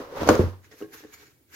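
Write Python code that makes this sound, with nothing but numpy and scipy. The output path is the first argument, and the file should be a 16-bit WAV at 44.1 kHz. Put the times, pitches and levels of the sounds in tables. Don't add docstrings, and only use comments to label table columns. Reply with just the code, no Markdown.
import sys
import numpy as np
from scipy import signal
from scipy.fft import rfft, irfft, next_fast_len
from scipy.io import wavfile
from scipy.ndimage import uniform_filter1d, map_coordinates

SR = 44100
rng = np.random.default_rng(int(sys.argv[2]) if len(sys.argv) > 2 else 0)


def amp(db):
    return 10 ** (np.asarray(db, float) / 20)


def to_wav(sig):
    pcm = np.clip(np.atleast_2d(sig), -1, 1) * 32767
    pcm = np.round(pcm).astype(np.int16)
    wavfile.write(sys.argv[1], SR, pcm.T)


N = 68355

# start_s, level_db, grip_db (slips over the rubbing)
SLIDING = [(0, -50, 14.5), (.05, -58, 1), (.112, -61, 15), (.17, -48.5, 9), (.212, -42, -1.5),
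           (.258, -45.5, 1.5), (.3, -32.5, 12), (.375, -45, 8), (.41, -41, 5.5), (.45, -50.5, 4),
           (.61, -75.5, -7)]
# start_s, level_db
RIM_BRUSH = [
    (.711, -65.5),
    (.714, -56),
    (.75, -64),
    (.77, -66.5),
]
# pitch_hz, level_db, ring_s (time to fall 60 dB)
WALL_RING = [(297, -13, 0.0399), (440, -2.5, 0.097), (498.4, -2, 0.054), (569, -6.5, 0.024),
             (689, -11.5, 0.013), (894, -13, 0.12), (1064, -10, 0.056), (1470, -12, 0.052)]
# pitch_hz, level_db (per Hz)
RUB_COLOUR = [(410, -4.5), (700, -5), (747, -3.5), (1020, 0), (2490, -14.5), (5920, -20.5), (8100, -32),
              (14200, -26), (16000, -32.5)]


def sliding():
    wall_low_hz, bent_pitch = 273.8, 1.12
    slip_s = 0.00026
    rub_db, grip_db = curves(SLIDING)
    catch_db = 2.5 * wobble(80)
    strength = amp(rub_db + grip_db + catch_db) + amp(curves(RIM_BRUSH)[0])
    soft_slips = filtered(slips(1000, 3), lambda hz: 1 / (1 + 2j * np.pi * hz * slip_s) ** 2)
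    force = strength * unit(soft_slips)

    bend = np.clip(.5 + .5 * wobble(25), 0, 1)
    flat = rung(force * np.sqrt(1 - bend), WALL_RING, wall_low_hz)
    bent = rung(force * np.sqrt(bend), np.multiply(WALL_RING, [bent_pitch, 1, 1]), wall_low_hz)
    hiss_db = rub_db + 10.5 + 1.32 * wobble(60)
    hiss = amp(hiss_db) * rush(RUB_COLOUR, patchy_db=1.0, grit=0.22)
    return amp(-33) * (flat + bent) + hiss


# start_s, level_db, contact_s, thump_db (of the table)
BOX_KNOCKS = [(0.202, -29, 0.0035, -39), (0.2129, -30.5, 0.0022, -42.5), (.2185, -24, 0.002, -27.5),
              (.232, -28.5, 0.00041, -39), (0.245, -34, 0.0025, -37.5), (0.2671, -21, 0.0017, -30.5),
              (.274, -32.5, 0.00028, -47), (0.2888, -16, .0003, -22.5), (0.2952, -9, 0.00088, -34),
              (0.2988, -13, 0.00072, -34.5), (0.308, -13, 0.0017, -44), (0.317, -15, 0.00081, -36),
              (0.323, -22.5, 0.0014, -38.5), (0.335, -21, 0.0014, -29), (.352, -16.5, 0.00056, -33),
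              (.381, -25.5, 0.00071, -58), (0.392, -12, 0.0027, -13.5), (.397, -13.5, .0015, -40),
              (.407, -25.5, 0.0014, -29), (0.436, -20.5, 0.0014, -22), (.459, -27.5, 0.0023, -33.5),
              (0.473, -32, 0.0014, -27)]
# pitch_hz, level_db, ring_s
BOX_RING = [(236, -8.5, 0.21), (326.8, -1, 0.13), (402, -8, 0.06), (503.2, 3, 0.11), (582.4, -1, 0.054),
            (598, -7, 0.037), (662, -12, 0.16), (795.5, -9.5, 0.051), (1135, -7.5, 0.1), (1163, -2, 0.043),
            (1395, -9, 0.28), (1843, -30.5, .03), (2800, -30, .02)]
# pitch_hz, level_db, ring_s
TABLE_RING = [
    (55.13, -23.5, .12),
    (92.8, -2, 0.38),
    (98.4, -8.5, 0.28),
    (117, -5.5, 0.101),
    (158, -20, 0.069),
]
# pitch_hz, level_db (per Hz)
SNAP_COLOUR = [(290, -27.5), (500, 7.5), (1340, -13.5), (2610, -23), (4470, -26), (6700, -19),
               (8090, -36.5), (10400, -37), (16000, -39.5)]


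def knocks():
    blows = [(start, db, contact) for start, db, contact, _ in BOX_KNOCKS]
    thumps = [(start, thump_db, .003) for start, _, _, thump_db in BOX_KNOCKS]
    box = amp(-6) * rung(pushes(blows), BOX_RING, low_hz=189)
    table = rung(pushes(thumps), TABLE_RING, low_hz=58.5)
    return box + table + cracks(blows, SNAP_COLOUR)


# start_s,
# level_db, pitch_hz, ring_s
TICKS = [(0.2906, -24.5, 2180, 0.039), (0.2888, -8.5, 1193, .03), (.113, -39, 440, .07),
         (.125, -36, 497, .06), (0.155, -32, 519, .06), (.168, -31, 540, .05),
         (0.182, -35.5, 470, .05), (.205, -29.5, 333.3, .05), (0.2198, -24, 308, 0.062),
         (.3935, -8.5, 357, 0.064), (.389, -31.5, 880, 0.034), (0.2127, -23, 545, 0.06),
         (0.435, -23.5, 500, 0.045), (0.2889, -29, 2850, 0.033), (.2903, -24, 3160, 0.026),
         (.2908, -20.5, 4400, 0.015), (0.2931, -36, 5800, 0.017), (0.2896, -34, 6300, 0.011),
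         (0.2896, -16.5, 1470, 0.065), (0.706, -63.5, 5530, .015), (0.7138, -54, 5540, .02),
         (.714, -51, 1920, 0.029), (0.7187, -54.5, 5500, .02), (0.7225, -52, 1870, 0.069),
         (0.8143, -43, 1277, 0.038), (0.8236, -44, 2900, 0.023), (0.9128, -58, 1890, .02),
         (0.9227, -50, 1730, 0.028), (1.038, -47.5, 1820, 0.019), (1.0378, -50, 860, 0.036),
         (1.048, -51, 1747, 0.037), (1.1255, -52, 2260, 0.048)]


def ticks():
    t = np.arange(N) / SR
    side = rng.uniform(-0.48, 1, (len(TICKS), 1)) * [1, -1]
    total = np.zeros((2, N))
    for (start, db, hz, ring_s), lead in zip(TICKS, side):
        fading = amp(db - 60 * np.abs(t - start) / max(ring_s, .003)) * (t > start)
        phase = 2 * np.pi * hz * np.maximum(t - start, 0) + lead[:, None]
        total += fading * np.sin(phase)
    return total


# start_s, level_db (rustle), hum_db (over the rustle), bright_db (treble)
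HANDLING = [(.604, -81.5, -25, -7), (.646, -63, 5.5, -7.5), (.695, -72.5, -0.5, -4), (.71, -68, -2, 0),
            (.715, -59.5, 16.5, -8.5), (.765, -64.5, 1, 2.5), (.79, -57.5, -6, 1.5),
            (.825, -61.5, 33, -2.5), (.895, -71.5, 22, 0.5), (.945, -52, 12.5, 3), (.988, -56.5, 1.5, -1),
            (1.062, -65.5, 23.5, -8), (1.112, -65.5, 8.5, -2), (1.143, -55.5, 5, 3.5),
            (1.158, -59.5, 3, -3.5), (1.272, -61.5, 11, -4.5), (1.33, -74, 6, -0.5), (1.47, -83.5, -9, -8),
            (1.52, -63, 0.5, 3), (1.55, -49.5, -2, -3.5)]
# pitch_hz, level_db, ring_s
LID_RING = [(276.7, -56, 0.091), (320.3, -4, 0.098), (423.8, -1, 0.088), (472, -17, 0.13),
            (665, -28, 0.045), (743, -18, 0.061), (1088, -16, 0.047), (1634, -10, 0.046)]
# pitch_hz, level_db (per Hz)
RUSTLE_COLOUR = [(350, -11.5), (600, -27), (670, -14.5), (1590, -2), (3250, -10.5), (6730, -10),
                 (8160, -21), (13900, -10.5), (16000, -22.5)]
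LID_LOW_HZ = 263


def handling():
    level_db, hum_db, bright_db = curves(HANDLING)
    friction = amp(level_db + hum_db + 4.4 * wobble(39.5)) * unit(slips(900, 3.1))
    hum = amp(-34) * rung(friction, LID_RING, LID_LOW_HZ)

    noise = rush(RUSTLE_COLOUR, patchy_db=1.8, grit=.15)
    treble = filtered(noise, lambda hz: hz > 8500)
    coloured = noise + (amp(bright_db) - 1) * treble
    rustle = amp(level_db + 5.5 + 1.2 * wobble(48)) * coloured
    return hum + rustle


# start_s, level_db, contact_s
LID_POPS = [(.713, -65, 0.00056), (.737, -52, 0.0014), (.805, -42, 0.00068), (.8125, -28, 0.0014),
            (0.8227, -27.5, 0.00086), (.831, -39, 0.0006), (.844, -39.5, 0.00083), (0.93, -47, 0.0014),
            (.938, -47, 0.0012), (.946, -38, 0.0026), (0.956, -67, 0.002), (1.005, -45, 0.00049),
            (1.038, -43, 0.0005), (1.047, -39, 0.001), (1.051, -40.5, 0.0014), (1.063, -52, .0015),
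            (1.535, -42.5, 0.0037)]


def pops():
    grip_start_s, grip_damps = .9, .45
    loose = [pop for pop in LID_POPS if pop[0] < grip_start_s]
    held = [pop for pop in LID_POPS if pop[0] >= grip_start_s]
    held_ring = np.multiply(LID_RING, [1, 1, grip_damps])
    ringing = rung(pushes(loose), LID_RING, LID_LOW_HZ) + rung(pushes(held), held_ring, LID_LOW_HZ)
    return ringing + amp(-10) * cracks(LID_POPS, RUSTLE_COLOUR)


# start_s, level_db
FOLD_CRINKLE = [
    (1.12, -66),
    (1.14, -46.5),
    (1.16, -63.5),
    (1.19, -59.5),
    (1.23, -77),
    (1.27, -60),
    (1.31, -79.5),
    (1.5, -84.5),
    (1.54, -57),
    (1.55, -59.5),
]
# pitch_hz, level_db, ring_s
FOLD_RING = [
    (1597, 0, .04),
    (2260, 10, 0.029),
    (4285, 0, 0.035),
    (6290, -13, 0.017),
    (6850, 8, .02),
]


def crinkle():
    snaps = amp(curves(FOLD_CRINKLE)[0]) * unit(slips(1500, 3))
    return amp(-28) * rung(snaps, FOLD_RING, low_hz=1200)


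# start_s, level_db
AIR_STIR = [(.6, -67), (.73, -66), (.78, -76), (.85, -54), (.9, -68), (.94, -69), (1, -72), (1.05, -70),
            (1.13, -68), (1.19, -74), (1.28, -67), (1.36, -69), (1.43, -80), (1.55, -68)]
# pitch_hz, level_db (per Hz)
RUMBLE_COLOUR = [
    (25, -23),
    (60, -7),
    (130, 5),
    (200, -10.5),
    (300, -39.5),
]


def air():
    return amp(curves(AIR_STIR)[0]) * rush(RUMBLE_COLOUR, patchy_db=1)


# pitch_hz, ring_s
ROOM_RING = [
    (100, 0.51),
    (1000, 0.13),
    (10000, 0.43),
]


def room(x):
    low_hz = 203
    noise = rng.standard_normal((2, SR // 2))
    hz, t, z = signal.stft(noise, SR, nperseg=256)
    fading = amp(-60 * t / along(ROOM_RING, hz)[:, None])
    tail = signal.istft(z * fading, SR, nperseg=256)[1]
    tail = tail / np.linalg.norm(tail[0])
    delayed = np.pad(x, (200, 0))
    wet = signal.fftconvolve(delayed[None], tail, axes=1)[:, :N]
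    return spread(wet, lambda hz: hz ** 2 / (hz ** 2 + low_hz ** 2))


# pitch_hz, level_db (per Hz)
HUSH_COLOUR = [
    (15, -45.5),
    (30, -19.5),
    (80, 9),
    (175, -16),
    (285, 4.5),
    (1100, -22),
    (5880, -23),
    (6740, -22),
    (16000, -15),
]


def hush():
    return amp(-63.5) * rush(HUSH_COLOUR, patchy_db=1.5)


def cracks(rows, spectrum):
    crack_db, ring_s, rise_s = 11, 0.024, 0.0011
    hard_s, hardness = 0.00036, 3
    t = np.arange(N) / SR
    level = np.zeros(N)
    for start, db, contact in rows:
        fading = (t > start) * amp(db + crack_db - 60 * np.abs(t - start) / ring_s)
        rise = np.clip((t - start) / rise_s, 0, 1)
        level += fading * (hard_s / contact) ** hardness * rise
    return level * rush(spectrum, patchy_db=2)


def pushes(rows):
    t = np.arange(N) / SR
    force = np.zeros(N)
    for start, db, contact in rows:
        push = np.sin(np.pi * np.clip((t - start) / max(contact, 1e-4), 0, 1)) ** 2
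        force += amp(db) * push / push.sum()
    return force


def slips(rate, spread_db):
    happens = rng.random(N) < rate / SR
    size = amp(spread_db * np.clip(rng.standard_normal(N), -2, 2))
    return happens * size * rng.choice([-1, 1], N)


# pitch_hz, likeness (1 same, 0 unrelated)
LIKENESS = [
    (100, .68),
    (750, .72),
    (1200, .05),
    (15000, 0),
]


def half_angle(hz):
    return np.arccos(np.clip(along(LIKENESS, hz), -1, 1)) / 2


def rung(force, modes, low_hz):
    t = np.arange(SR // 2) / SR
    ring = np.zeros((2, len(t)))
    for k, (hz, db, ring_s) in enumerate(modes):
        turn = (-1) ** (k // 2) * half_angle(hz)
        lead = turn * np.array([[1], [-1]]) * (1 - np.exp(-t * hz))
        ring -= amp(db - 60 * t / max(ring_s, .005)) * np.sin(2 * np.pi * hz * t + lead)
    moved = signal.fftconvolve(force[None], ring, axes=1)[:, :N]
    return signal.sosfilt(signal.butter(3, low_hz, "high", fs=SR, output="sos"), moved)


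def spread(pair, gain):
    def response(hz):
        return gain(hz) * [np.cos(half_angle(hz)), np.sin(half_angle(hz))]

    mid, side = filtered(pair, response)
    return np.array([mid + side, mid - side])


def rush(spectrum, patchy_db, grit=0):
    white = rng.standard_normal((2, N))
    white = white + grit * unit(slips(1300, 1.4))
    z = signal.stft(white, nperseg=256)[2]
    patches = uniform_filter1d(rng.standard_normal(z.shape[1:]), size=5, axis=0)
    patches = uniform_filter1d(patches, size=7, axis=1)
    pair = signal.istft(z * amp(patchy_db * unit(patches)), nperseg=256)[1][:, :N]
    return unit(spread(pair, lambda hz: amp(along(spectrum, hz))))


def unit(x):
    return x / np.sqrt(np.mean(x ** 2) + 1e-20)


def along(points, hz):
    f, v = np.transpose(points)
    return np.interp(np.log(hz + 1), np.log(f + 1), v)


def curves(rows):
    start, level, *others = np.transpose(rows)
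    t = np.arange(N) / SR
    before = np.maximum(start[0] - t - .01, 0)
    after = np.maximum(t - start[-1] - .01, 0)
    level_db = np.interp(t, start, level) - 1000 * (before + after)
    return [level_db] + [np.interp(t, start, column) for column in others]


def wobble(rate):
    knots = rng.standard_normal(int(N * rate / SR) + 4)
    return map_coordinates(knots, [np.arange(N) * rate / SR])


def filtered(x, response):
    m = next_fast_len(N + SR)
    return irfft(rfft(x, m) * response(np.fft.rfftfreq(m, 1 / SR)), m)[..., :N]


def scene():
    left_db = -0.45
    near = sliding() + knocks() + ticks() + handling() + pops() + crinkle() + air()
    near = near + amp(-11.5) * room(near[0])
    return near * amp([[left_db], [-left_db]]) + hush()


def roll_off(x):
    return signal.sosfilt(signal.butter(12, 16220, fs=SR, output="sos"), x)


def record(dry):
    mix = np.clip(filtered(dry, lambda hz: hz < 16100), -1, 1)
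    return roll_off(mix)


dry = scene()
out = record(dry)
to_wav(out)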